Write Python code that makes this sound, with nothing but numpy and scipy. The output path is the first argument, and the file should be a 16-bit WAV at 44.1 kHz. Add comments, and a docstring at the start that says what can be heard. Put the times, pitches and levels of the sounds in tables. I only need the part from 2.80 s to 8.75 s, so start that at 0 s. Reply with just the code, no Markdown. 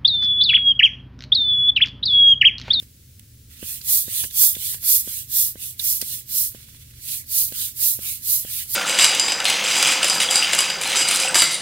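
"""A double-action hand pump fills a large vinyl toy outdoors, over the drone of a distant engine.
After a faint pop and a clack, pumping starts near 0.8 s, two cycles a second: a valve flap pops as the
piston turns, the pull draws a soft, hollow hiss, the push drives a bright jet through the nozzle, and
the stretching vinyl ticks. Now and then shaft and valve clack and the seal chirps, loudest around 3 s.
At 3.7 s the piston rests and air seeps through the hose for half a second; four more cycles follow."""
import sys
import numpy as np
from scipy import signal
from scipy.fft import rfft, irfft
from scipy.io import wavfile
from scipy.ndimage import uniform_filter1d

SR = 44100
rng = np.random.default_rng(int(sys.argv[2]) if len(sys.argv) > 2 else 0)


def output_pcm(signal):
    """Save a mono or channel-first signal as 16-bit PCM at the path in sys.argv[1].

    Samples are clipped to [-1, 1] before scaling.
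    """
    pcm = np.clip(np.atleast_2d(signal).T, -1, 1) * 32767
    wavfile.write(sys.argv[1], SR, np.round(pcm).astype(np.int16))


N = 262395
TIME, FREQ_HZ = np.arange(N) / SR, np.fft.rfftfreq(N, 1 / SR)
HOP = 128
FRAME_S = np.arange(N // HOP + 5)[:, None] * HOP / SR
BIN_HZ = np.fft.rfftfreq(4 * HOP, 1 / SR)
GRID = (len(FRAME_S), len(BIN_HZ))
LOW_BAND = 1 / (1 + (BIN_HZ / 4200) ** 3)  # weight of the lower part of the hiss


def amp(db):
    """Amplitude ratio of a level in decibels."""
    return 10 ** (np.asarray(db) / 20)


def unit(x):
    """Normalisation to rms 1."""
    return x / np.sqrt(np.mean(x ** 2) + 1e-20)


def read(table, hz, axis=1):
    """Linear interpolation of one table column over log frequency."""
    table = np.array(table)
    return np.interp(np.log(hz + 1), np.log(table[:, 0]), table[:, axis])


def add(mix, s, sound):
    """Superposition of a sound on the mix at time s."""
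    part = mix[max(round(s * SR), 0):][:len(sound)]
    part += sound[:len(part)]


def wander(rate_hz):
    """Low-pass random fluctuation of rms 1."""
    return unit(irfft(rfft(rng.standard_normal(N)) * np.exp(-(FREQ_HZ / rate_hz) ** 2), N))


def patches(frames, bins):
    """Random field of rms 1, correlated over time and frequency."""
    field = rng.standard_normal(GRID)
    for _ in range(2):
        field = uniform_filter1d(uniform_filter1d(field, frames, axis=0), bins, axis=1)
    return unit(field)


def noise(gain):
    """Spectral shaping of white noise by a frames x bins gain; unit gain gives rms 1."""
    white = rng.standard_normal(GRID) + 1j * rng.standard_normal(GRID)
    spectra = np.array([white.T, (white * gain).T])
    plain, shaped = signal.istft(spectra, nperseg=4 * HOP, noverlap=3 * HOP)[1][:, :N]
    return shaped / plain.std()


def scatter(x, t60):
    """Early reflections from table, toy and ground: one spectrally flat set for each side."""
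    t = np.arange(SR // 20) / SR
    response = rfft(rng.standard_normal((2, len(t))) * amp(-60 * t / t60), axis=1)
    response /= np.sqrt(uniform_filter1d(abs(response) ** 2, size=25, axis=1))
    taps = irfft(response, len(t))[:, :len(t) // 2]
    return signal.oaconvolve(x[None], taps, axes=1)[:, :N]


# Sound field of the pump: f/Hz, left-minus-right level/dB, direct share of the power
PUMP_FIELD = [(150, -2, .99), (476, -2.5, 0.91), (1040, -6.5, 0.42), (2200, -7.5, 0.28),
              (4040, -11.5, 0.27), (6000, -6, 0.54), (7800, -3.5, 0.51), (9800, -2.5, 0.87),
              (13200, -5, 0.7), (15700, -8.5, 0.77)]
# Phase lag of the left side: f/Hz, phase/rad
LEFT_LAG = [(400, 0), (1100, .6), (2200, 2.5), (4000, 2.9), (6000, 3.1), (8000, 4), (10000, 5),
            (13000, 6.1), (15600, 6.7)]
def stereo_field(direct, diffuse):
    """Phase and level differences: direct sound reaches the right first; diffuse sound differs by side."""
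    share = read(PUMP_FIELD, FREQ_HZ, axis=2)
    straight, around = np.sqrt(share) * rfft(direct), np.sqrt(1 - share) * rfft(diffuse)
    delayed = straight * np.exp(-1j * read(LEFT_LAG, FREQ_HZ))
    left = amp(read(PUMP_FIELD, FREQ_HZ)) * (delayed + around[0])
    return amp(3) * irfft(np.array([left, straight + around[1]]), N)


# Outdoor noise spectrum: f/Hz, relative density level/dB
AMBIENT_SPECTRUM = [(20, -14), (45, -1.5), (75, 4.5), (135, 2.5), (165, -8), (230, -8.5), (330, -18),
                    (520, -23), (650, -35.5), (1000, -39.5), (1600, -28.5), (4000, -23), (8000, -22),
                    (13000, -22.5), (15600, -18.5)]
# Likeness of left and right: f/Hz, correlation coefficient
STEREO_COHERENCE = [(300, .993), (700, .8), (1500, .3), (15000, .2)]
def open_air(level_db=-48):
    """Partial coherence: the low rumble sits in the centre; the thin hiss is wide."""
    left, independent = rfft(rng.standard_normal((2, N)))
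    coherence = read(STEREO_COHERENCE, FREQ_HZ)
    right = coherence * left + np.sqrt(1 - coherence ** 2) * independent
    spectra = np.array([left, right]) * amp(read(AMBIENT_SPECTRUM, FREQ_HZ))
    return amp(level_db) * unit(irfft(spectra, N))


# Partials of the distant engine: f/Hz, rms level/dB
ENGINE_PARTIALS = [(75, -59), (119, -57.5), (239, -71.5)]
def engine():
    """Frequency modulation: all partials waver with the engine's speed, each varying in level."""
    speed = 1 + 0.01495 * wander(6.1)
    phase_per_hz = 2 * np.pi * np.cumsum(speed) / SR
    return sum(amp(db + 1.4 * wander(18)) * np.sqrt(2) * np.sin(hz * phase_per_hz)
               for hz, db in ENGINE_PARTIALS)


def crinkles(per_s=22, level_db=-44, skin_hz=2300, width_octaves=.9, decay_s=.0022, start_s=.8):
    """A Poisson process: the taut vinyl ticks at random as it stretches, once air is flowing."""
    ticks = rng.random(N) ** 2 * (rng.random(N) < per_s / SR) * (TIME > start_s)
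    t = np.arange(SR // 100) / SR
    envelope = signal.oaconvolve(ticks, np.exp(-t / decay_s))[:N]
    skin = unit(np.exp(-(np.log2((BIN_HZ + 1) / skin_hz) / width_octaves) ** 2))
    return amp(level_db) * envelope * noise(skin)


# Short clacks, clicks and spits of the shaft and valve: t/s, level/dB, T60/s, tilt/(dB per octave)
PUMP_CLACKS = [(0.395, -25.5, .005, 5.5), (1.013, -31, 0.037, 1.5), (1.438, -24, 0.032, -7),
               (1.509, -28, 0.021, 4), (1.535, -34, .075, 11), (1.7505, -23, 0.02, 0),
               (1.941, -33, 0.052, -9), (2.036, -41.5, 0.046, -14), (2.993, -25, 0.15, 5),
               (3.2142, -10, 0.024, 7), (3.221, -23, 0.024, 2), (4.724, -23.5, .007, 1)]
# Spectrum of a clack: f/Hz, relative density level/dB
CLACK_SPECTRUM = [(200, -25), (900, -19), (1600, -4.5), (3800, 5), (6000, 3), (15600, -6)]
def clacks(attack_s=.0002):
    """Transient noise: shaft and valve clack, click and spit in exponentially damped broadband bursts."""
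    t, out = np.arange(SR // 10) / SR, np.zeros(N)
    hz = np.fft.rfftfreq(len(t), 1 / SR)
    for s, db, t60, tilt in PUMP_CLACKS:
        colour = amp(read(CLACK_SPECTRUM, hz) + tilt * np.log2(1 + hz / 1000))
        burst = unit(irfft(rfft(rng.standard_normal(len(t))) * colour, len(t)))
        add(out, s, burst * amp(db - 60 * t / t60) * np.minimum(t / attack_s, 1))
    return out


# Slips of the piston seal: t/s, peak level/dB, f/Hz, duration/s
SEAL_SLIPS = [(1.502, -29, 3600, 0.0055), (1.749, -20.5, 3540, 0.0064), (2.9953, -10, 3780, 0.00297),
              (2.9985, -13, 3620, 0.0043)]
def chirps():
    """Stick-slip friction: the seal oscillates for a dozen or two cycles as it starts to slide."""
    out = np.zeros(N)
    for s, db, hz, length in SEAL_SLIPS:
        t = np.arange(0, length, 1 / SR)
        add(out, s, amp(db) * np.sin(np.pi * t / length) * np.sin(2 * np.pi * hz * t))
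    return out


# Low pops and thuds of the valve flap and piston: t/s, level/dB
LOW_POPS = [(0.0255, -39.5), (0.8285, -24.5), (1.281, -29), (1.4498, -35), (1.7667, -30.5), (2.2752, -28),
            (2.7564, -30.5), (3.2256, -27.5), (3.748, -31.5), (4.7226, -29.5), (5.1903, -29.5),
            (5.649, -29.5)]
# Knocks of the piston on its end stop: t/s, level/dB
STOP_KNOCKS = [(1.4396, -36), (1.945, -40), (3.2127, -35)]
# Modes of the barrel: f/Hz, relative level/dB, T60/s
BARREL_MODES = [(475, -6, 0.034), (1650, -3.5, 0.011), (1960, -1, 0.01), (3050, 2, 0.0066)]
def pops(pop_hz=283, pop_hz_per_s=17, knock_hz=330, boom_hz=215, boom_t60=0.072, lead_s=.004):
    """Impulse excitation: flap or stop halts the air; one pressure swing rings air column and barrel."""
    t, swings, rings = np.arange(SR // 10) / SR, np.zeros(N), np.zeros(N)
    ring = sum(amp(db - 60 * t / t60) * np.sin(2 * np.pi * hz * t) for hz, db, t60 in BARREL_MODES)
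    boom = amp(-15 - 60 * t / boom_t60) * np.sin(2 * np.pi * boom_hz * t)
    # the swing quickens as the toy fills
    low_pops = [(s, db, pop_hz + pop_hz_per_s * s, db - 10.5) for s, db in LOW_POPS]
    knocks = [(s, db - 2, knock_hz, db) for s, db in STOP_KNOCKS]
    for s, swing_db, hz, ring_db in low_pops + knocks:
        phase = 2 * np.pi * hz * (t - lead_s)
        add(swings, s - lead_s, amp(swing_db) * phase * np.exp((1 - phase ** 2) / 2))
        add(swings, s, amp(swing_db) * boom)
        add(rings, s, amp(ring_db) * ring)
    soft_rubber = signal.butter(4, 620, fs=SR, output="sos")
    thumps = signal.sosfilt(soft_rubber, swings) * amp([[-2], [0]])  # weaker on the left
    return thumps + stereo_field(rings, scatter(rings, t60=0.033))


# Seepage while the piston rests under load: onset t/s, duration/s, level/dB
HOSE_SEEPS = [(-.06, 0.095, -47), (0.693, 0.29, -45.5), (3.708, 0.54, -46.5)]
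def seep(leak_db=-65.5, attack_s=0.019, sag_db_per_s=13, shut_db_per_s=450):
    """Power of pressure-driven leakage: over a constant leak, each seep opens, sags and shuts."""
    level = amp(leak_db)
    for s, length, db in HOSE_SEEPS:
        age = np.maximum(FRAME_S - s, 0)
        fade_db = sag_db_per_s * age + shut_db_per_s * np.maximum(age - length, 0)
        level = level + np.minimum(age / attack_s, 1) * amp(db - fade_db)
    colour = unit(amp(read(PULL_SPECTRUM, BIN_HZ) - 2 * np.log2(1 + BIN_HZ / 1000)))  # a duller pull
    unsteadiness = amp(2 * np.interp(FRAME_S, TIME, wander(27)))
    return (colour * level * unsteadiness) ** 2


def stroke(s, rise, fall, spectrum, body_db, dulling, thinning_db):
    """Jet noise follows the flow: slow air is duller, and the body thins as the chamber empties."""
    travel = (FRAME_S - s) / np.where(FRAME_S < s, rise, fall)  # 0 at peak flow, 1 about 20 dB down
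    active = abs(travel[:, 0]) < 3
    travel = travel[active]
    colour_db = 20 * np.log10(unit(amp(read(spectrum, BIN_HZ))))
    flow_db = -20 * travel ** 2 * (1 - dulling * LOW_BAND)
    chamber_db = (body_db - thinning_db * np.tanh(travel)) * LOW_BAND
    return active, travel, colour_db + flow_db + chamber_db


def air_column(travel, hz, sweep_octaves, width_octaves, notch):
    """Resonance of a pipe whose length the piston changes: a gliding peak with a notch just below."""
    offset = (np.log2((BIN_HZ + 1) / hz) - sweep_octaves * travel) / width_octaves
    return np.exp(-offset ** 2) - notch * np.exp(-(offset + 2) ** 2)


def eddies(depth_db):
    """Turbulent modulation: eddies make the power of the lower hiss patchy."""
    return amp(depth_db * patches(frames=12, bins=4) * LOW_BAND) ** 2


# Pull strokes: peak flow t/s, level/dB, rise time/s, air column f/Hz
PULL_STROKES = [(0.92, -26.5, 0.13, 2580), (1.401, -20.5, .145, 3280), (1.894, -22, .165, 3050),
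                (2.365, -25.5, 0.18, 3020), (2.855, -27, 0.09, 2640), (3.335, -26, 0.2, 2850),
                (4.339, -24, 0.1332, 2570), (4.829, -21.5, 0.13, 2330), (5.307, -24, 0.14, 2270),
                (5.774, -23, 0.14, 2600)]
# Jet spectrum on a pull: f/Hz, relative density level/dB
PULL_SPECTRUM = [(300, -26), (900, -33), (1300, -16.5), (2000, -9), (2600, -4.5), (4000, -4), (5300, -4.5),
                 (7000, -4), (8800, -1.1), (9600, -2), (10800, -1.4), (12500, -0.5), (15600, -1)]
# Intake whistles: f/Hz at peak flow, sag in slow air/octaves, width/octaves, gain/dB
INTAKE_WHISTLES = [(3850, 1, 0.14, 3), (10040, 0.64, 0.087, 2.5)]
def pulls(fall_s=.1, column_db=3.5):
    """Power of the suction noise: the column resonance sinks; whistles rise and fall with the flow."""
    power = np.zeros(GRID)
    for s, db, rise, column_hz in PULL_STROKES:
        body_db = -11 + 0.32 * s  # grows as the toy fills
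        active, travel, jet_db = stroke(s, rise, fall_s, PULL_SPECTRUM, body_db,
                                        dulling=0.24, thinning_db=4.0)
        hollow = air_column(travel, column_hz, sweep_octaves=-0.14, width_octaves=0.13, notch=0.35)
        intake_db = 0
        for hz, sag, width, gain_db in INTAKE_WHISTLES:
            octaves_off = np.log2((BIN_HZ + 1) / hz) + sag * travel ** 2
            intake_db += gain_db * np.exp(-(octaves_off / width) ** 2)
        power[active] += amp(db + jet_db + column_db * hollow + intake_db) ** 2
    return power * eddies(depth_db=4.0)


# Push strokes: peak flow t/s, level/dB
PUSH_STROKES = [(1.143, -12.5), (1.631, -9.5), (2.122, -11.1), (2.599, -13), (3.098, -16), (3.591, -16.5),
                (4.589, -14.4), (5.064, -14), (5.528, -15), (5.985, -16.5)]
# Jet spectrum on a push: f/Hz, relative density level/dB
PUSH_SPECTRUM = [(300, -46), (900, -47.5), (1400, -31), (2400, -20), (3100, -16), (3500, -14), (4700, -9),
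                 (6000, -8), (7800, -6), (8800, -5), (11500, -1), (13500, 1), (15600, -1)]
def pushes(usual_db=-14, usual_rise_s=0.098, usual_fall_s=0.12):
    """Power of the nozzle jet: swept volume is constant, so a harder push is shorter. It rings more."""
    power = np.zeros(GRID)
    for s, db in PUSH_STROKES:
        effort_db = db - usual_db
        stretch = np.exp(-0.0161 * effort_db)
        active, travel, jet_db = stroke(s, usual_rise_s * stretch, usual_fall_s * stretch, PUSH_SPECTRUM,
                                        body_db=-3.5 - 0.29 * effort_db, dulling=0.31, thinning_db=6.0)
        column_hz = 3270 + 116 * s  # climbs as the toy fills
        column_db = 2 + 0.6 * effort_db
        hollow = air_column(travel, column_hz, sweep_octaves=0.046, width_octaves=0.091, notch=.96)
        power[active] += amp(db + jet_db + column_db * hollow) ** 2
    return power * eddies(depth_db=1.6)


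# Resonances of nozzle and hose: f/Hz, half-width/Hz, gain/dB
NOZZLE_MODES = [(3405, 20, 7.5), (3552, 20, 4), (4100, 250, 1.5), (4590, 40, 4), (5140, 40, 2),
                (6225, 30, 3), (6800, 35, 2), (7085, 20, 4), (7780, 100, 2.5), (8100, 90, 2)]
def hiss(flutter_db=0.68, echo_s=0.000514, echo_db=0.37, ripple_db=1.7, trim_db=-0.57):
    """Source and filter: the powers of push, pull and seep add, and nozzle and hose colour the sum."""
    modes_db = sum(db / (1 + ((FREQ_HZ - hz) / width) ** 2) for hz, width, db in NOZZLE_MODES)
    comb_db = echo_db * np.cos(2 * np.pi * BIN_HZ * echo_s)  # an echo inside the short nozzle
    hose_db = ripple_db * patches(frames=128, bins=1)  # close hose resonances drift as it flexes
    gain = np.sqrt(pushes() + pulls() + seep()) * amp(comb_db + hose_db)
    turbulence = np.array([noise(gain) for _ in range(3)])
    air = irfft(rfft(turbulence) * amp(trim_db + modes_db), N)
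    return stereo_field(direct=air[0], diffuse=air[1:]) * amp(flutter_db * wander(46))


def scene():
    """Superposition of the pump, close by on the right, and the outdoor background."""
    plastic, squeaks = clacks() + crinkles(), chirps()
    pump = hiss() + pops()
    reflections = scatter(plastic + 0.5 * squeaks, t60=0.014)
    return pump + stereo_field(plastic + squeaks, reflections) + open_air() + engine()


def record(dry, ceiling=1.1, cutoff_hz=15800):
    """Soft saturation rounds the highest peaks; a low-pass filter then limits the band."""
    rounded = dry / (1 + (dry / ceiling) ** 12) ** (1 / 12)
    low_pass = signal.firwin(601, cutoff_hz, window=("kaiser", 8), fs=SR)
    return signal.oaconvolve(rounded, low_pass[None], "same")


dry = scene()
out = record(dry)
output_pcm(out)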